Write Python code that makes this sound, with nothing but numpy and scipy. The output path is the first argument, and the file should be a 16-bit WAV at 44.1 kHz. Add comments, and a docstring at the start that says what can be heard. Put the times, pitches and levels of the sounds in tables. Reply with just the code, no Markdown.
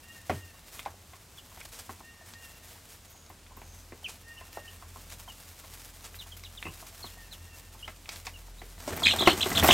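"""Inside a small wooden shed: from the start, chicks scratch in shavings and knock on a hollow plastic perch,
while outside, beyond rumble and hiss, a far bird repeats a two-note call made of nasal overtones.
Soft falling peeps, gliding tones with wall echoes, begin after a second; from three seconds a thin whistle
of buzz-smeared tones joins in and an engine hum of a few low firing orders swells.
At the end come the fright's warbled trills and yips, noisy wingbeats, hard ringing blows and scrambling feet."""
import sys
import numpy as np
from scipy import signal
from scipy.fft import rfft, irfft, next_fast_len
from scipy.io import wavfile

SR = 44100
rng = np.random.default_rng(int(sys.argv[2]) if len(sys.argv) > 2 else 0)


def inscribe(sig):
    """Save sig as 16-bit PCM at rate SR to the path in sys.argv[1].

    A 1-D sig is mono; a 2-D sig holds one channel per row.
    Samples are clipped to [-1, 1] before scaling.
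    """
    pcm = np.round(np.clip(np.atleast_2d(sig).T, -1, 1) * 32767)
    wavfile.write(sys.argv[1], SR, pcm.astype(np.int16))


N = 429093
TIME = np.arange(N) / SR


def amp(db):
    """Decibels to an amplitude factor."""
    return 10 ** (np.asarray(db) / 20)


def unit(x):
    """Scales to rms 1."""
    return x / np.sqrt(np.mean(x ** 2) + 1e-20)


def read(points, hz):
    """Reads a spectrum on a log-frequency axis."""
    f, value = np.transpose(points)
    return np.interp(np.log(hz + 1), np.log(f + 1), value)


def follow(rows, t=TIME):
    """The columns of a curve at the times t."""
    s, *columns = np.transpose(rows)
    return [np.interp(t, np.sort(s), c) for c in columns]


def progress(length):
    """Runs from 0 to 1 over length seconds."""
    return np.linspace(0, 1, int(length * SR))


def add(mix, s, sound):
    """Mixes a sound in at time s, cut to fit the mix."""
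    start = round(s * SR)
    sound = sound[max(-start, 0):]
    part = mix[max(start, 0):][:len(sound)]
    part += sound[:len(part)]


def colour(x, spectrum):
    """Filters by a spectrum; rms 1."""
    size = next_fast_len(len(x))
    gain = amp(read(spectrum, np.fft.rfftfreq(size, 1 / SR)))
    return unit(irfft(rfft(x, size) * gain, size)[:len(x)])


def wander(size, hz):
    """Smooth chance of rms 1 that changes hz times a second."""
    t = np.arange(size) / SR * hz
    knots = rng.standard_normal(size // 16 + 4)
    return unit(np.interp(t, np.arange(len(knots)), knots))


def band(x, hz, kind):
    """A gentle low-pass or high-pass."""
    return signal.sosfilt(signal.butter(2, min(hz, .45 * SR), kind, fs=SR, output="sos"), x)


def dying_noise(spectrum, t60, size=16384):
    """A burst of dense resonances, each band dying at its own speed."""
    hz, t, z = signal.stft(colour(rng.standard_normal(size), spectrum), SR, nperseg=256)
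    decay = amp(-60 * t / read(t60, hz)[:, None])
    return signal.istft(z * decay, SR, nperseg=256)[1][:size]


def struck(x, size=1323):
    """Scales a blow to rms 1 over its first moments (size in samples)."""
    return x / np.sqrt(np.mean(x[:size] ** 2))


def crackle(size, per_s, spread_db, hiss):
    """Tiny snaps of uneven size over a smooth sliding hiss."""
    happens = rng.random(size) < per_s / SR
    strength = amp(spread_db * np.minimum(rng.exponential(1, size), 4))
    snaps = happens * strength * rng.choice([-1, 1], size)
    return unit(snaps) + hiss * rng.standard_normal(size)


# decay of the tail between the plank walls: f/Hz, t60/s
SHED_DECAY = [(100, 0.29), (1000, 1), (3500, 0.65), (12000, 0.27)]


def shed(x, wet_db):
    """Close plank walls: sparse early reflections that merge into a short tail."""
    t = np.arange(16384) / SR
    tail = dying_noise([(100, -4.5), (8000, -10), (16000, 10)], SHED_DECAY) * (t > .004)
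    walls = (rng.random(len(t)) < 450 / SR) * rng.choice([-1, 1], len(t))
    walls = walls * np.exp(-t / 0.014) * (t > .002)
    echo = 0.77 * tail / np.linalg.norm(tail) + 1.42 * walls / (np.linalg.norm(walls) + 1e-9)
    echo *= amp(wet_db)
    echo[0] = 1  # the direct sound
    return signal.oaconvolve(x, echo / np.linalg.norm(echo))


# spectrum of the air outdoors: f/Hz, relative level/dB
AIR_SPECTRUM = [(15, -26), (30, -8), (55, 7), (88, 15), (120, 3.5), (220, 1.5), (400, -3.5), (900, -5.5),
                (1800, -9.5), (4000, -10.5), (8000, -11.5), (16000, -22.5)]
AIR_DB = -55.5


def air(apart_db=-11):
    """Outdoor rumble and hiss; above the bass the two channels differ a little."""
    common, apart = (amp(AIR_DB) * colour(rng.standard_normal(N), AIR_SPECTRUM) for _ in range(2))
    return common + np.array([[1], [-1]]) * amp(apart_db) * band(apart, 270, "high")


# a far engine: t/s, mean firing rate f/Hz, level/dB before trim
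ENGINE_CURVE = [(0, 41.9, -65), (3.2, 40.82, -64.5), (3.5, 41.37, -55.5), (4.3, 43.45, -54),
                (5.8, 42.82, -53.5), (7.6, 42.74, -53), (9.73, 42.73, -50.5)]


def engine(second_db=-2, third_db=-20, fourth_db=-18, trim_db=-2):
    """Only the lowest firing orders come through the walls."""
    hz, db = follow(ENGINE_CURVE)
    phase = 2 * np.pi * np.cumsum(hz * (1 + 0.0079 * wander(N, 4.6))) / SR
    levels = enumerate([0, second_db, third_db, fourth_db], 1)
    orders = sum(amp(k_db + 3.0 * wander(N, 4.7)) * np.sin(k * phase) for k, k_db in levels)
    return amp(db + trim_db) * np.sqrt(2) * orders


# the far two-note bird: t/s, delay of the second note/s, level/dB before trim
FAR_BIRD_CALLS = [(.01, 0.33, -56.5), (2.015, 0.31, -55.5), (4.219, .3, -54.5), (7.061, .324, -59)]
# its overtones, without a fundamental: multiple, mean relative level/dB
FAR_BIRD_OVERTONES = [(2, 6.5), (3, 2), (4, -20.5), (6, -13), (7, -26)]
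FAR_HZ = 931  # silent fundamental at the top of the arch
FAR_FIRST_S, FAR_SECOND_S = .23, .2  # lengths of the two notes


def far_bird(arch=0.0563, yard_t60=0.95, echo_db=-4, trim_db=-1):
    """Nasal notes that arch in pitch and linger in the echo of the yard."""
    out = np.zeros(N)
    notes = []
    for s, gap, db in FAR_BIRD_CALLS:
        notes += [(s, FAR_FIRST_S, db), (s + gap, FAR_SECOND_S, db)]
    for s, length, db in notes:
        u = progress(length)
        pitch = FAR_HZ * (1 - arch * (2 * (u - .42)) ** 2 + 0.0056 * wander(len(u), 123))
        phase = 2 * np.pi * np.cumsum(pitch) / SR
        note = sum(amp(k_db + 4.3 * wander(len(u), 31.0)) * np.sin(k * phase)
                   for k, k_db in FAR_BIRD_OVERTONES)
        note = amp(db + trim_db) * unit(note) * signal.windows.tukey(len(u), .4)
        yard = dying_noise([(100, 0), (16000, 0)], [(100, yard_t60), (16000, yard_t60)])
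        add(out, s, note)
        add(out, s + .02, amp(echo_db) * signal.oaconvolve(note, yard / np.linalg.norm(yard)))
    return out


# the thin whistle outside: t/s, length/s, start f/Hz, end f/Hz, level/dB before trim
WHISTLE_NOTES = [(3.006, 0.32, 6600, 6700, -64.5), (3.47, .24, 6850, 6500, -72),
                 (3.599, 0.26, 6650, 6100, -62.5)]


def whistle(width_hz=260, trim_db=2):
    """A songbird's thin sliding notes, smeared to a narrow band by their fast buzz."""
    out = np.zeros(N)
    for s, length, start_hz, end_hz, db in WHISTLE_NOTES:
        u = progress(length)
        buzz = rng.standard_normal(len(u)) + 1j * rng.standard_normal(len(u))
        buzz = band(buzz, width_hz, "low")
        turns = np.cumsum(start_hz + (end_hz - start_hz) * u) / SR
        note = unit((buzz * np.exp(2j * np.pi * turns)).real)
        add(out, s, amp(db + trim_db) * np.sin(np.pi * u) * note)
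    return out


# restless shuffling of the brood: t/s, level/dB before trim
SHUFFLE_CURVE = [(0.0, -59.5), (0.83, -57.5), (1.07, -61), (1.41, -60), (1.73, -53.5), (1.97, -61),
                 (2.26, -62), (2.48, -55.5), (3.48, -68.5), (3.7, -60), (5.73, -53), (6.46, -58.5),
                 (6.65, -51.5), (6.97, -52.5), (7.72, -59), (8.21, -56), (8.46, -60.5), (8.75, -55.5)]
# single kicks: t/s, level/dB before trim, length/s (peak at a third of it), lift of the top treble/dB
KICKS = [(0.312, -51, 0.1, -3), (0.712, -48, 0.097, 0), (1.601, -44.5, 0.0084, -7),
         (1.651, -39, 0.0073, -4), (1.717, -49, 0.082, -4), (1.787, -40.5, 0.02, -4),
         (2.251, -52, 0.085, -2), (2.652, -54, 0.14, -1), (2.883, -51.5, 0.085, 0), (3.097, -55, 0.034, 8),
         (3.293, -53, .008, 14), (3.566, -49, 0.01, 19), (4.078, -44.5, 0.042, -7), (5.097, -46, 0.01, 2),
         (5.109, -44.5, 0.035, -6), (5.791, -49.5, 0.027, -3), (6.039, -45.5, 0.039, -8),
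         (6.148, -47, 0.022, 6), (6.365, -46, 0.017, 6), (6.859, -48.5, 0.042, 0), (8.107, -48, 0.069, -18),
         (8.153, -47.5, 0.04, 2), (8.249, -46, 0.023, -3), (8.873, -39.5, 0.028, -9), (8.964, -35, .01, 15),
         (9.275, -40, 0.02, -5), (9.489, -34, 0.012, 10), (9.63, -26, 0.045, 18), (9.68, -27, 0.014, 7)]
# spectrum of the dry flakes: f/Hz, relative level/dB
FLAKE_SPECTRUM = [(200, -7.5), (600, 3.5), (1000, 2.5), (1500, 2), (2600, 2), (4500, 1), (6500, 1.5),
                  (8300, 1.5), (10000, -1.5), (13000, 0.5), (16000, -4.5)]


def shavings(shuffle_db=1, kick_db=1, clump_db=3.0):
    """Dry flakes crackle in clumps under shuffling feet, with a separate burst at each kick."""
    level = follow(SHUFFLE_CURVE)[0] + shuffle_db + clump_db * wander(N, 55)
    out = amp(level) * colour(crackle(N, 2500, 5.1, 0.87), FLAKE_SPECTRUM)
    for s, db, length, crisp in KICKS:
        u = np.arange(int(3 * length * SR)) / (length * SR / 3)
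        flakes = colour(crackle(len(u), 6000, 3.6, 0.22), FLAKE_SPECTRUM)
        flakes = colour(flakes, [(9000, 0), (12500, crisp)])
        add(out, s, amp(db + kick_db) * u * np.exp(1 - u) * flakes)
    return out


# sharp taps of beak and claw: t/s, level/dB before trim, treble/dB before trim
PECK_TAPS = [(0.793, -43.5, -13), (0.853, -52, -9), (1.613, -49, -14), (2.337, -52, -4), (2.544, -65, 2),
             (3.263, -60, -3), (3.465, -60, -21), (6.144, -53, -22), (6.437, -50, -3), (6.627, -41.5, -28),
             (6.867, -55, 7), (7.878, -49, -7), (8.057, -53.5, -25), (8.091, -40, -4), (8.16, -50, -7),
             (8.268, -41, -6), (9.059, -34, -21)]
# spectrum of a tap before its treble is set: f/Hz, relative level/dB
TAP_SPECTRUM = [(100, -14), (700, -12), (1300, -5), (1900, -5.5), (2250, 0), (2600, -1), (2900, -11),
                (3600, -4.5), (5000, -9.5), (8000, -20), (10000, -28), (16000, -30)]


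def pecks(t60=0.11, bright_hz=4500, bright_db=8.5, trim_db=1, crack=4.5):
    """Hard little taps: a crack, then a short, high ring."""
    out, t = np.zeros(N), np.arange(4096) / SR
    for s, db, bright in PECK_TAPS:
        spectrum = [(hz, tap_db + (bright + bright_db) * (hz > bright_hz)) for hz, tap_db in TAP_SPECTRUM]
        tap = dying_noise(spectrum, [(100, t60), (16000, t60)], size=4096)
        tap *= 1 + crack * np.exp(-t / 0.0033)
        add(out, s, amp(db + trim_db) * struck(tap, size=882))
    return out


STEPS_PER_S, STEP_DB, STEP_SPREAD_DB = 1.8, -63, -2.5  # level before the trim of the knocks
STEP_BASS_DB, STEP_TREBLE_DB, STEP_HZ = -12, -20, 885  # before trim; middle of the ring's one-octave range


def steps():
    """Light footfalls at random moments, as rows like those of the knocks."""
    draws = rng.random((round(STEPS_PER_S * N / SR), 3))
    return [(a * N / SR, STEP_DB + STEP_SPREAD_DB * (2 * b - 1),
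             STEP_BASS_DB, STEP_TREBLE_DB, STEP_HZ * 2 ** (c - .5)) for a, b, c in draws]


# feet and bodies landing on the perch: t/s, level/dB, bass/dB, treble/dB (all before trim), strongest ring f/Hz
LANDINGS = [(0.296, -30.5, 0, -6.5, 664), (0.86, -38, -8.5, -12, 880), (1.134, -55.5, -20, -2, 1130),
            (1.574, -55.5, -12, -2, 870), (1.894, -45, -1, -9, 930), (2.005, -54.5, 1, -10, 960),
            (3.301, -55, -4, -3, 1120), (3.571, -54.5, -1, -10, 990), (3.616, -52.5, -2, -1, 790),
            (3.922, -49, -1.5, -5, 460), (4.41, -51, -6, -7, 1090), (4.572, -43, -7, -21, 640),
            (4.824, -54.5, -19, -6, 1100), (4.958, -53.5, -6, -22, 1030), (5.278, -53, -23, -17, 910),
            (5.639, -55.5, -16, -2, 940), (6.654, -45.5, 6, 4, 344), (6.666, -44.5, 4.5, -7, 1090),
            (6.825, -52.5, -7, -21, 770), (7.043, -48.5, 0, -9, 1010), (7.747, -57.5, -2, -15, 1010),
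            (7.879, -46.5, -9.5, 2, 1370), (8.271, -47, -28, 4, 930), (8.617, -49.5, -6, -2, 438),
            (8.877, -38.5, 2.5, -26, 610), (8.905, -48, -3, -4, 326), (8.976, -45.5, -8, 6, 690),
            (9.021, -40.5, -10, -21, 1020), (9.136, -35, -3, -5, 750), (9.158, -41, -7, -15, 675),
            (9.207, -33, -3, -21, 388), (9.223, -32, -7, -8, 386), (9.274, -17.5, -7.5, -5.5, 320),
            (9.461, -34.5, 1.5, -3, 377), (9.517, -37, 1, 3, 400), (9.627, -29, 3, -3, 670),
            (9.644, -23, 0, -6.5, 680), (9.688, -21.5, 1, -1, 670), (9.703, -25.5, -16, -1, 644)]
# modes of the hollow perch: nominal f/Hz, mean relative level/dB, t60/s
PERCH_MODES = [(85.8, -20, 0.51), (164, -12, 0.14), (241.7, -2.5, 0.1), (313.5, -7, 0.089),
               (371, -3, 0.076), (635.5, -11, 0.11), (721.5, 1, 0.034), (791, -6, 0.041), (928, -3, 0.035),
               (1068, -2.5, 0.049), (1376, -2.5, 0.019), (1640, -29, 0.04), (2053, -4, 0.057),
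               (2760, -17, 0.027)]
# spectrum of the dull thud before the contact shapes it: f/Hz, relative level/dB
THUD_SPECTRUM = [(50, -23), (90, 9), (120, -19), (170, -19.5), (250, -7), (380, 3), (500, -2.5), (650, 1),
                 (1200, -5.5), (1600, -5), (2300, -3), (3500, -9.5), (5000, -15), (16000, -24)]
# decay of the thud: f/Hz, t60/s
THUD_DECAY = [(90, 0.34), (130, 0.51), (380, 0.25), (650, 0.098), (1000, 0.18), (3000, 0.14),
              (12000, 0.081)]


def knocks(ring_db=-1, thud_db=-2, trim_db=1, focus_db=8, focus_octaves=0.32, bass_db=0, sub_db=4, treble_db=3):
    """A blow rings the perch; each landing picks the strongest modes and the share of bass and treble."""
    out, t = np.zeros(N), np.arange(16384) / SR
    grid = np.geomspace(30, 16000, num=120)
    for s, db, bass, treble, ring_hz in LANDINGS + steps():
        tilt = read([(100, bass + sub_db), (200, bass + bass_db), (350, bass + bass_db), (600, 0),
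                     (1300, 0), (2100, treble + treble_db), (5000, treble - 2)], grid)
        focus = focus_db * np.exp(-(np.log2(grid / ring_hz) / focus_octaves) ** 2)
        contact = np.transpose([grid, tilt + focus])
        ring = np.zeros(len(t))
        # each blow varies the modes' levels, tuning and signs
        for (hz, mode_db, t60), (a, b) in zip(PERCH_MODES, rng.standard_normal((len(PERCH_MODES), 2))):
            decay = amp(mode_db + read(contact, hz) + 1.96 * a - 60 * t / t60)
            rise = 1 - np.exp(-t * hz / 0.53)  # low modes build up more slowly
            ring += decay * rise * np.sign(b) * np.sin(2 * np.pi * hz * (1 + 0.014 * b) * t)
        thud = dying_noise(np.transpose([grid, read(THUD_SPECTRUM, grid) + tilt + focus]), THUD_DECAY)
        thud *= 1 + 0.59 * np.exp(-t / 0.007)  # the first crack stands above the ring
        blow = amp(ring_db) * struck(ring) + amp(thud_db) * struck(thud)
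        add(out, s, amp(db + trim_db) * shed(blow, wet_db=-20.5))
    return out


# heavy landings that set a panel booming: t/s, level/dB before rise and decay
BOOM_HITS = [(.298, -33.5), (6.65, -44)]
BOOM_START_HZ, BOOM_END_HZ, BOOM_GLIDE_S = 649.5, 88.8, .022
BOOM_RISE_S, BOOM_T60 = 0.029, 0.47  # both in seconds


def booms():
    """A heavy landing bends a thin panel: its slow, low waves arrive last, so the boom glides down."""
    out, t = np.zeros(N), np.arange(16384) / SR
    hz = BOOM_END_HZ + (BOOM_START_HZ - BOOM_END_HZ) * np.exp(-t / BOOM_GLIDE_S)
    envelope = (1 - np.exp(-t / BOOM_RISE_S)) * amp(-60 * t / BOOM_T60)
    boom = np.sqrt(2) * np.sin(2 * np.pi * np.cumsum(hz) / SR) * envelope
    for s, db in BOOM_HITS:
        add(out, s, amp(db) * boom)
    return out


# the fright: t/s, feather rustle level/dB, pushed air level/dB (both before trim)
FLURRY_CURVE = [(8.78, -70, -48), (8.8, -55, -61), (8.896, -50, -38.5), (8.958, -47.5, -38),
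                (9.272, -42, -35.5), (9.28, -35, -41), (9.35, -44.5, -35.5), (9.454, -39.5, -43),
                (9.628, -38, -24), (9.64, -34, -28), (9.674, -28.5, -28), (9.73, -32, -27)]
# spectrum of rubbing feathers: f/Hz, relative level/dB
FEATHER_SPECTRUM = [(300, 0), (1200, 10), (2500, 0), (4500, 2.5), (7000, 2), (8500, 4), (10000, -7.5),
                    (13000, 1), (16000, -11)]
# spectrum of the pushed air: f/Hz, relative level/dB
WING_AIR_SPECTRUM = [(20, -23), (50, -22), (90, 8.5), (120, -3.5), (165, -2), (380, -6), (520, -11.5),
                     (700, -7.5), (1100, -17.5), (2000, -13.5), (3500, -25), (7000, -32.5)]


def wings(beat_hz=24, beat_db=2, flutter_db=3, rustle_db=3.5, air_db=-2):
    """Uneven wingbeats push air and rub feathers, harder as the fright spreads."""
    rustle, pushed = follow(FLURRY_CURVE)
    turns = np.cumsum(beat_hz * (1 + 0.247 * wander(N, 9.3))) / SR
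    beat = beat_db * np.cos(2 * np.pi * turns)
    feathers = colour(crackle(N, 3000, 4.8, 0.65), FEATHER_SPECTRUM)
    feathers *= amp(rustle + rustle_db + beat + flutter_db * wander(N, 220))
    puffs = colour(rng.standard_normal(N), WING_AIR_SPECTRUM)
    puffs *= amp(pushed + air_db + beat + flutter_db * wander(N, 90))
    return (feathers + puffs) * (TIME > FLURRY_CURVE[0][0])


# harmonics of a chick's voice: multiple, relative level/dB before strain scales it
VOICE_HARMONICS = [(1, 0.5), (2, -19), (3, -33)]
PEEP_EDGE_S, ALARM_EDGE_S = 0.0068, 0.0007  # rise and fall of a relaxed and of a forced call


def voice(s, hz, db, wet_db, jitter=0.012, overtone_db=0, flutter_db=2.8, rasp=0.15, rasp_hz=700):
    """A near-pure gliding tone with the wall echoes of its own spot; forced, a second vibration adds side tones."""
    t = np.arange(len(hz)) / SR
    strain = np.clip((db + 43.5) / 20, 0, 1)  # louder calls are more forced
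    phase = 2 * np.pi * np.cumsum(hz * (1 + jitter * (1 + 2 * strain) * wander(len(t), 711))) / SR
    tone = sum(amp(k_db * (1.5 - 0.53 * strain) + overtone_db * (k > 1)) * np.sin(k * phase)
               for k, k_db in VOICE_HARMONICS)
    rasp_phase = 2 * np.pi * np.cumsum(rasp_hz * (1 + 0.246 * wander(len(t), 149))) / SR
    tone *= 1 + rasp * strain * np.sin(rasp_phase)
    edge_s = np.interp(strain, [0, 1], [PEEP_EDGE_S, ALARM_EDGE_S])
    ends = np.clip(np.minimum(t, t[-1] - t) / edge_s, 0, 1)
    return s, shed(unit(tone) * ends * amp(db + flutter_db * wander(len(t), 378)), wet_db)


# soft peeps: t/s, length/s, start f/Hz, end f/Hz, starting level/dB
SOFT_PEEPS = [(1.375, .024, 3590, 2800, -47), (4.041, 0.0334, 3120, 2464, -36),
              (4.37, 0.02, 2800, 3050, -50), (4.676, 0.021, 3050, 2850, -45.5),
              (5.279, 0.039, 3150, 2875, -48.5), (6.185, 0.047, 4120, 2820, -45),
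              (6.313, 0.027, 3340, 2970, -46), (6.442, 0.031, 4080, 2800, -48),
              (6.57, 0.027, 3850, 2800, -45.5), (6.648, .026, 2740, 2540, -43.5),
              (6.667, 0.027, 2560, 2920, -44.5), (7.024, .032, 4330, 4040, -42.5),
              (7.057, 0.025, 3990, 3100, -49), (7.31, 0.045, 4280, 2780, -48),
              (7.789, 0.031, 3320, 3100, -58), (7.824, 0.031, 2810, 3150, -43),
              (8.335, 0.038, 2980, 2720, -49.5), (8.582, .022, 3700, 4060, -53.5)]
PEEP_SAG_DB = -1.5  # level change from start to end


def peeps(wet_db=-7):
    """Contented peeps: one smooth slide from pitch to pitch, mostly downwards."""
    out = np.zeros(N)
    for s, length, start_hz, end_hz, db in SOFT_PEEPS:
        u = progress(length)
        hz = start_hz + (end_hz - start_hz) * np.sin(np.pi * u / 2) ** 2
        add(out, *voice(s, hz, db + PEEP_SAG_DB * u, wet_db))
    return out


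# alarm trills: t/s, length/s, centre f/Hz, swing f/Hz, entry offset f/Hz, level/dB before trim
ALARM_TRILLS = [(9.028, .107, 3613, 592, 700, -21.5), (9.182, 0.061, 3710, 440, 0, -25.5),
                (9.253, 0.074, 3640, 647, -500, -25)]
TRILL_HZ, TRILL_UNEVEN = 41.94, 0.16  # swings a second; unevenness of their width
TRILL_ENTRY_S, TRILL_SAG = .005, 0.0556  # time to settle on its pitch; share of pitch lost over a trill
TRILL_FADE_DB, TRILL_ENDS_DB = -4.5, -11  # level change over a trill; extra level at both ends
TOP_DIP_DB_PER_OCTAVE = -9  # a trill thins out as its pitch climbs


def trills(wet_db=-6, trim_db=-1):
    """Alarm trills from the back of the shed: the pitch settles, then swings fast as the call swells and fades."""
    out = np.zeros(N)
    for s, length, centre_hz, swing_hz, entry_hz, db in ALARM_TRILLS:
        u = progress(length)
        t = u * length
        swing = swing_hz * (1 + TRILL_UNEVEN * wander(len(u), 59.4)) * np.cos(2 * np.pi * TRILL_HZ * t)
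        entry = entry_hz * np.exp(-(t / TRILL_ENTRY_S) ** 2)
        hz = (centre_hz + swing + entry) * (1 - TRILL_SAG * (u - .5))
        loud = db + trim_db + TRILL_FADE_DB * (u - .5) + TRILL_ENDS_DB * (2 * u - 1) ** 6
        loud += TOP_DIP_DB_PER_OCTAVE * np.log2(hz / centre_hz)
        add(out, *voice(s, hz, loud, wet_db, jitter=0.0037, overtone_db=2.5, rasp=.1))
    return out


# startled yips: t/s, length/s, top f/Hz, foot f/Hz, end level/dB before trim
STARTLED_YIPS = [(9.058, .013, 2507, 2420, -8.5), (9.279, 0.012, 2850, 2510, -15),
                 (9.407, .027, 4200, 2510, -17), (9.55, .029, 4230, 2490, -18),
                 (9.583, 0.02, 3650, 2910, -22.5), (9.682, .031, 3900, 2594, -12.5),
                 (9.708, 0.023, 3480, 3060, -8.5)]
YIP_SWELL_DB = 9.5  # a yip grows louder towards its falling end
YIP_TOP_DIP_DB = -10.5  # and thins out at the top of its arch


def yips(wet_db=-5, trim_db=-1):
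    """Startled yips: a single arch of pitch, loudest as it falls."""
    out = np.zeros(N)
    for s, length, top_hz, foot_hz, db in STARTLED_YIPS:
        u = progress(length)
        hz = foot_hz + (top_hz - foot_hz) * np.sin(np.pi * u)
        loud = db + trim_db + YIP_SWELL_DB * (u - 1) + YIP_TOP_DIP_DB * np.sin(np.pi * u) ** 4
        add(out, *voice(s, hz, loud, wet_db, jitter=0.0074, overtone_db=2))
    return out


def scene():
    """The brood in the shed, over the faint sounds from outside."""
    outside = air() + engine() + far_bird() + whistle()
    litter = shed(shavings() + pecks() + wings(), wet_db=-12.0)[:N]
    return outside + litter + knocks() + booms() + peeps() + trills() + yips()


EDGE_HZ = 15900


def record(dry):
    """The recorder's band limit: a steep low-pass behind the microphones."""
    lowpass = signal.firwin(511, EDGE_HZ, window=("kaiser", 9), fs=SR)
    return signal.oaconvolve(dry, lowpass[None], "same", axes=1)


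dry = scene()
out = record(dry)
inscribe(out)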